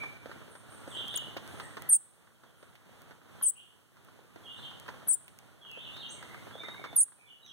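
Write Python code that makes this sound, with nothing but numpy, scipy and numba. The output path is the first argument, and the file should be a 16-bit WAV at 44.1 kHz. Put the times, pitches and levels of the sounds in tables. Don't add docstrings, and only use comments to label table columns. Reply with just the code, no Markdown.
import sys
import numpy as np
from scipy import signal
from scipy.fft import rfft, irfft, next_fast_len
from scipy.io import wavfile
from scipy.ndimage import uniform_filter1d
from numba import njit

SR = 44100
rng = np.random.default_rng(int(sys.argv[2]) if len(sys.argv) > 2 else 0)


def put_to_file(sound):
    columns = np.atleast_2d(sound).T
    safe = np.clip(columns, -1, 1)
    whole_steps = np.round(safe * 32767)
    wavfile.write(sys.argv[1], SR, whole_steps.astype(np.int16))


N = 331632

# (time [s], level [dB])
BUSY = [(0, 2), (.6, -4.5), (1.3, 0.5), (2.1, -2), (3, -1.5), (3.7, -3), (4.8, 0), (5.5, 0), (6.2, 2),
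        (6.8, -1.5), (7.1, -2.5), (7.52, -2)]


def undb(db):
    return 10 ** (np.asarray(db) / 20)


def dying_60db(t, t60_s):
    return np.exp(-np.log(1000) * t / t60_s)


def band(x, hz, width_hz):
    edges = [max(hz - width_hz / 2, 20), min(hz + width_hz / 2, .45 * SR)]
    return signal.sosfilt(signal.butter(2, edges, "bandpass", fs=SR, output="sos"), x)


def walk(rate_hz, channels=1):
    k = int(SR / rate_hz)
    held = np.repeat(rng.standard_normal((channels, N // k + 1)), k, axis=1)[:, :N]
    return np.sqrt(2) * uniform_filter1d(uniform_filter1d(held, k), k)


def wood(x, t60_s, build_s=0.0058, late_db=-16, stir_rad=0):
    t = np.arange(SR) / SR
    dying = dying_60db(t, t60_s) + undb(late_db) * dying_60db(t, 3 * t60_s)
    tail = rng.standard_normal((4, SR)) * dying * (1 - np.exp(-t / build_s))
    tail = tail / np.sqrt(np.sum(tail ** 2) / 4)
    wet = signal.fftconvolve(x[None], tail, axes=1)[:, :N]
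    angle = stir_rad * walk(40)
    return np.cos(angle) * wet[:2] + np.sin(angle) * wet[2:]


def hush(swell_db=.7, flicker_db=1.4, throb_hz=1400, throb_gain_db=-67, throb_depth_db=3.0):
    # (frequency [Hz], density [dB per Hz])
    hush_density = [(25, -103), (60, -81.5), (110, -71), (250, -78), (600, -86), (1400, -86.5),
                    (2200, -91.5), (3300, -91.5), (5000, -103), (9000, -101), (12000, -105), (15500, -108)]
    # (frequency [Hz], share [0-1])
    hush_shared = [(120, 0.2), (300, 0.45), (900, 0.3), (2500, 0)]
    log_f = np.log(np.arange(N // 2 + 1) * SR / N + 1)
    hz, density_db = np.transpose(hush_density)
    shape_db = np.interp(log_f, np.log(hz), density_db)
    hz, shared = np.transpose(hush_shared)
    share = np.clip(np.interp(log_f, np.log(hz), shared), 0, 1)

    white = rfft(rng.standard_normal((3, N)))
    mixed = np.sqrt(1 - share) * white[:2] + np.sqrt(share) * white[2]
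    noise = irfft(mixed * undb(shape_db), N) * np.sqrt(SR / 2)
    busy_db = np.interp(np.arange(N) / SR, *np.transpose(BUSY))
    moving = noise * undb(busy_db + swell_db * walk(3.115) + flicker_db * walk(12))
    throb = band(rng.standard_normal((2, N)), throb_hz, 130) * np.sqrt(SR / 500)
    return moving + throb * undb(throb_gain_db + throb_depth_db * walk(23))


def slurs(rows, bend_hz, flutter_db, db_per_khz=0, edge=.45):
    dry = np.zeros(N)
    for s, length_s, hz0, hz1, db in rows:
        i = np.arange(int(max(s, 0) * SR), min(int((s + length_s) * SR), N))
        hz = np.linspace(hz0, hz1, len(i)) + bend_hz[i]
        tilt_db = db_per_khz * (hz - (hz0 + hz1) / 2) / 1000
        size = undb(db + flutter_db[i] + tilt_db) * signal.windows.tukey(len(i), edge)
        dry[i] += size * np.sqrt(2) * np.sin(2 * np.pi * np.cumsum(hz) / SR)
    return dry


def far_birds(waver_hz=90, seep_waver_hz=480, whistle_waver_hz=55, flutter_db=3.0):
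    # (time [s], from [Hz], level [dB])
    falls = [(0.901, 3660, -44.5), (0.96, 4004, -40), (1.116, 3824, -39), (3.397, 3490, -47.5),
             (3.643, 3496, -52), (4.431, 3550, -41), (4.489, 3710, -46), (4.599, 4126, -39.5),
             (5.607, 3530, -40), (5.81, 3890, -40), (5.984, 4380, -39), (7.257, 3580, -41.5),
             (7.455, 3880, -38)]
    # (time [s], from [Hz], level [dB])
    rises = [(0.941, 2912, -42), (1.061, 3014, -42), (3.548, 2650, -40.5), (4.468, 2914, -46.5),
             (4.551, 3345, -49), (5.752, 2840, -40.5), (5.79, 3140, -44.5), (5.93, 3350, -44.5)]
    # (time [s], from [Hz], level [dB])
    seeps = [(0.48, 10270, -58.5), (.68, 9770, -58), (0.863, 8450, -56.5), (1.041, 9670, -60),
             (1.448, 10400, -59.5), (1.555, 9400, -60), (2.556, 9180, -58), (4.49, 9370, -62.5)]
    # (time [s], length [s], from [Hz], to [Hz], level [dB])
    whistles = [(0, 0.019, 2472, 2217, -29), (1.41, .09, 1600, 1520, -57), (1.56, 0.12, 2120, 1700, -58),
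                (1.79, .1, 2120, 1700, -57), (2.345, 0.015, 3400, 3100, -58),
                (2.45, 0.038, 3350, 3050, -56), (2.53, 0.036, 3300, 3050, -61),
                (5.666, 0.1, 2910, 2640, -44.5), (6.085, 0.035, 5600, 8140, -46.5),
                (6.102, 0.02, 8650, 8000, -37.5), (6.14, .09, 2370, 1900, -51),
                (6.28, 0.1, 2060, 2180, -52), (6.51, 0.07, 3340, 3650, -55), (6.57, 0.05, 3620, 3720, -47),
                (6.62, 0.087, 3684, 3720, -53), (6.7, 0.078, 3760, 3640, -54.5),
                (6.77, 0.18, 3600, 3500, -60), (6.594, 0.074, 2450, 1950, -48),
                (6.72, 0.15, 2140, 2218, -49), (7.15, 0.15, 2560, 2200, -52), (7.415, .05, 3880, 3760, -44),
                (7.441, 0.045, 6400, 5360, -48)]
    fall_s, fall_to_hz = 0.055, 2800
    rise_s, rise_ratio = 0.069, 1.36
    seep_s, seep_to_hz = .1, 8100
    warbler_db_per_khz = -15
    far_t60_s, far_direct_db = .44, -10
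    whistle_t60_s, whistle_direct_db = .36, -10

    bend, flutter = walk(300)[0], flutter_db * walk(60)[0]
    warbler_rows = [(s, fall_s, hz, fall_to_hz, db) for s, hz, db in falls]
    warbler_rows += [(s, rise_s, hz, rise_ratio * hz, db) for s, hz, db in rises]
    seep_rows = [(s, seep_s, hz, seep_to_hz, db) for s, hz, db in seeps]
    far = slurs(warbler_rows, waver_hz * bend, flutter / 2, warbler_db_per_khz)
    far = far + slurs(seep_rows, seep_waver_hz * bend, flutter)
    nearer = slurs(whistles, whistle_waver_hz * bend, flutter)

    far_echo = wood(far, far_t60_s, build_s=0.012, late_db=-19, stir_rad=1.2)
    nearer_echo = wood(nearer, whistle_t60_s, build_s=0.0023, late_db=-20, stir_rad=1.2)
    return far_echo + undb(far_direct_db) * far + nearer_echo + undb(whistle_direct_db) * nearer


def tick_shapes(count):
    # (centre [Hz], width [Hz], t60 [s])
    tick_ranges = [(450, 460, 0.043), (1320, 900, 0.071), (2560, 2100, 0.075), (9500, 26000, 0.0037)]
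    t = np.arange(2200) / SR
    noise = rng.standard_normal((count, 2, len(t)))
    noise[:, 0, 0] += 11
    noise[:, 1] = 0.22 * np.roll(noise[:, 0], shift=6, axis=-1) + 0.5 * noise[:, 1]
    shapes = np.array([band(noise * dying_60db(t, t60_s), hz, width_hz)
                       for hz, width_hz, t60_s in tick_ranges])
    return shapes * np.sqrt(.002 * SR / np.sum(shapes ** 2, axis=-1, keepdims=True))


def handling(rustle_db=(-55, -58, -68, -74), colour_db=4.0, count=750):
    # (time [s], level over 2 ms [dB], brightness [0 thump, 1 knock, 2 snap, 3 fizz])
    ticks = [(0.0358, -30, 0.75), (0.258, -32.5, 0.17), (0.295, -37.5, .1), (0.315, -35.5, .8),
             (0.553, -41.5, .8), (0.723, -45, .6), (0.812, -59, 1), (0.8762, -33.5, 0.035), (.95, -41, .5),
             (.966, -37.5, .3), (1.082, -41, 2.8), (1.04, -37.5, .4), (1.141, -37, 2), (1.142, -34, -0.5),
             (1.175, -34, 2.9), (1.298, -59, .8), (1.339, -52, .1), (1.37, -31.5, 1.65),
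             (1.366, -26.5, 0.34), (1.477, -45, 3.1), (1.5992, -30.5, 1.3), (1.7694, -29, 0.59),
             (1.8217, -35.5, 3.5), (2.2722, -39, 0.85), (2.4349, -33, 0.63), (2.6278, -30, 0.4),
             (2.754, -40, 1.95), (3.019, -41, 3.3), (3.1091, -32, 0.5), (3.412, -34, 0.83),
             (3.969, -38, 0.88), (4.0483, -45, 3.1), (4.085, -38.5, 0.88), (4.3593, -29, 0.16),
             (4.587, -38, .9), (4.711, -38, 1), (4.799, -39, 2.9), (4.861, -36.5, 0.6), (4.881, -30, 1.2),
             (4.888, -26, .8), (4.941, -39, 0.78), (5.019, -45.5, 1), (5.2807, -32, 2.4),
             (5.3886, -34.5, 3), (5.715, -37.5, 3.1), (5.7733, -29.5, 0), (5.967, -30.5, 1.5),
             (6.2268, -33, 1.2), (6.345, -32, 0.75), (6.469, -34, 0.3), (6.509, -38, 0.8), (6.554, -36, 0),
             (6.605, -38, 0.2), (6.635, -31, 0.6), (6.684, -29.5, 0.5), (6.745, -40, 1), (6.795, -40, 0),
             (6.8403, -31.5, 0.8), (6.848, -33.5, 0.7), (6.858, -36, 0.6), (6.929, -37, 0.1),
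             (7.082, -39, .9), (7.121, -39, 1), (7.462, -40, 2.1)]
    slope_db = 10
    at_s, peak_db, bright = np.transpose(ticks)[:, :, None]
    clear_db = peak_db - slope_db * np.abs(np.arange(4) - bright)

    chance = rng.random((count, 2))
    small_s = chance[:, :1] * N / SR
    size_db = np.minimum(-3.5 * np.log(chance[:, 1:]), 5.5)
    size_db = size_db + 1.2 * np.interp(small_s, *np.transpose(BUSY))
    small_db = np.array(rustle_db) + size_db + colour_db * rng.standard_normal((count, 4))

    rows = np.vstack([np.c_[at_s, clear_db], np.c_[small_s, small_db]])
    shapes = tick_shapes(len(rows))
    length = shapes.shape[-1]
    out = np.zeros((2, N + length))
    for k, (s, *db) in enumerate(rows):
        start = int(s * SR)
        out[:, start:start + length] += np.tensordot(undb(db), shapes[:, k], 1)
    return out[:, :N]


def caged_bird(flutter_db=1.24, waver_hz=30, breath_db=-20, octave_breath_db=3, square=0.093, cube=0.3):
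    # (time [s], pitch [Hz], level [dB])
    song = [
        [(1.156, 8040, -35.5), (1.1622, 9400, -24), (1.17, 8840, -43), (1.1745, 7120, -32.5),
         (1.183, 6350, -43)],
        [(1.89, 10800, -37), (1.895, 9940, -22.0), (1.905, 8820, -27.5), (1.922, 8660, -18.5),
         (1.934, 8620, -12.5), (1.953, 7800, -14.5), (1.964, 7630, -17.5), (1.97, 7900, -32),
         (1.972, 8510, -27.5), (1.976, 8370, -32.5)],
        [(1.89, 12040, -30), (1.901, 11070, -27.5), (1.905, 10450, -31), (1.921, 10650, -35),
         (1.925, 10150, -20), (1.932, 9800, -13), (1.94, 9700, -14.5), (1.967, 8790, -17.5), (1.977, 8700, -35)],
        [(3.424, 10460, -35), (3.426, 10100, -33), (3.43, 9610, -24.5), (3.443, 9040, -17.5),
         (3.453, 8840, -14.5), (3.458, 8630, -14.5), (3.472, 8230, -12.5), (3.495, 7670, -12.5),
         (3.504, 7770, -21.5), (3.511, 8360, -24.5)],
        [(3.424, 12200, -34), (3.429, 11340, -21.5), (3.437, 11020, -21.5), (3.445, 10500, -29.5),
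         (3.452, 10560, -33.5), (3.465, 9820, -21), (3.473, 9480, -20.5), (3.496, 9300, -13),
         (3.506, 9240, -13.5), (3.512, 8900, -47)],
        [(5.074, 9770, -37), (5.077, 10250, -27), (5.082, 9350, -41.5), (5.085, 8920, -31), (5.088, 8570, -15),
         (5.123, 8030, -17), (5.129, 7800, -14), (5.147, 7330, -23.5), (5.154, 8190, -34)],
        [(5.079, 11530, -39), (5.085, 11470, -19.5), (5.096, 9850, -29), (5.104, 10080, -19.5),
         (5.107, 9810, -21.5), (5.119, 9700, -26.0), (5.126, 9460, -21), (5.131, 9430, -19), (5.146, 9080, -12),
         (5.157, 9000, -24.5)],
        [(6.958, 11200, -41), (6.962, 10900, -29), (6.967, 9940, -17.5), (6.974, 9170, -27), (6.979, 9150, -21),
         (6.993, 8660, -14), (7.009, 8280, -12), (7.015, 8040, -14), (7.022, 7270, -28), (7.033, 7380, -28),
         (7.042, 6870, -33)],
        [(6.96, 13000, -35), (6.963, 12240, -26), (6.976, 11780, -49.5), (6.994, 11060, -36.5),
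         (7.004, 10200, -16), (7.017, 9570, -13.5), (7.027, 9140, -15), (7.034, 9680, -9), (7.046, 9400, -30)],
    ]
    # (left minus right port [dB], left port's phase lead [microseconds])
    perch = [(2, 406.5), (5, 324.5), (-2, 396), (1, 404.3), (1, 425)]
    attack_s, release_s = .001, .004
    octave_db, octave_at_hz, octave_db_per_khz = -10.5, 7380, -14
    echo_t60_s, echo_db = 0.29, -21

    out = np.zeros((2, N), complex)
    flutter, waver = walk(400)[0], walk(500)[0]
    breath = band(band(rng.standard_normal((2, N)), 1600, 2800), 1600, 2800)
    for k, rows in enumerate(song):
        s, hz, db = np.transpose(rows)
        pan_db, lead_us = perch[(k + 1) // 2]
        i = np.arange(int((s[0] - attack_s) * SR), int((s[-1] + release_s / 2) * SR))
        t = i / SR
        pitch_hz = np.interp(t, s, hz)
        phase = 2 * np.pi * np.cumsum(pitch_hz + waver_hz * waver[i]) / SR
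        note_octave_db = octave_db + octave_db_per_khz * (pitch_hz - octave_at_hz) / 1000
        octave_gain = undb(np.clip(note_octave_db, -30, -6))
        fade = np.clip(np.minimum((t - t[0]) / attack_s, (t[-1] - t) / release_s), 0, 1)
        for port, side in enumerate((1, -1)):
            air = breath[port, i]
            tone = np.exp(1j * np.interp(t - port * lead_us * 1e-6, t, phase))
            octave = octave_gain * tone ** 2 * (1 + undb(octave_breath_db) * air)
            breathy = undb(breath_db) * air * tone
            size = undb(np.interp(t, s, db + side * pan_db / 2) + flutter_db * flutter[i]) * fade
            out[port, i] += size * (np.sqrt(2) * (tone + octave) + breathy)

    power = np.abs(out) ** 2
    beating = power - uniform_filter1d(power, size=88)
    out = np.real(out + square * out ** 2 + cube * out * beating)
    out = band(out, 11000, 15000)
    return out + undb(echo_db) * wood(out[0], echo_t60_s)


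def scene():
    return hush() + far_birds() + handling() + caged_bird()


def widen(ports):
    cross_share, cross_delay_us, cross_fade_hz, left_db = .7, 397, 11000, -1.6
    size = next_fast_len(N + 64)
    f = np.arange(size // 2 + 1) * SR / size
    late = np.exp(-2j * np.pi * f * cross_delay_us * 1e-6)
    dulled = late / np.hypot(1, (f / cross_fade_hz) ** 2)
    crossed = irfft(rfft(ports[::-1], size) * dulled, size)[:, :N]
    return (ports - cross_share * crossed) * undb([[left_db], [0]])


@njit
def duck(power, above_db, speed, recover_db_s, gain_db):
    out, level = np.empty(len(power)), 1e-9
    for i in range(len(power)):
        level += (power[i] * 10 ** (gain_db / 10) - level) / 220
        over_db = 10 * np.log10(level) - above_db
        if over_db > 0:
            gain_db = gain_db - speed * over_db / SR
        else:
            gain_db = min(0., gain_db + recover_db_s / SR)
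        out[i] = gain_db
    return out


def record(dry):
    duck_above_db, duck_speed = -34.5, 15.06
    recover_db_s, start_db = 8.0, -2.5
    self_hiss_db, late_hiss_db = -73.5, -74
    mirror_hz, mirror_db, top_hz = 8000, -28.5, 15800

    wide = widen(dry)
    power = np.mean(wide ** 2, axis=0)
    gain_db = duck(power, duck_above_db, duck_speed, recover_db_s, start_db)
    self_hiss = widen(undb(self_hiss_db) * rng.standard_normal((2, N)))
    late_hiss = undb(late_hiss_db) * band(rng.standard_normal((2, N)), 9500, 6000)
    wide = wide * undb(gain_db) + self_hiss + late_hiss

    carrier = 2 * np.cos(2 * np.pi * 2 * mirror_hz * np.arange(N) / SR)
    folded = band(wide, 9600, 1700) * carrier
    wide = wide + undb(mirror_db) * band(folded, 6500, 2500)
    return signal.sosfilt(signal.ellip(10, .2, 80, top_hz, fs=SR, output="sos"), wide)


dry = scene()
out = record(dry)
put_to_file(out)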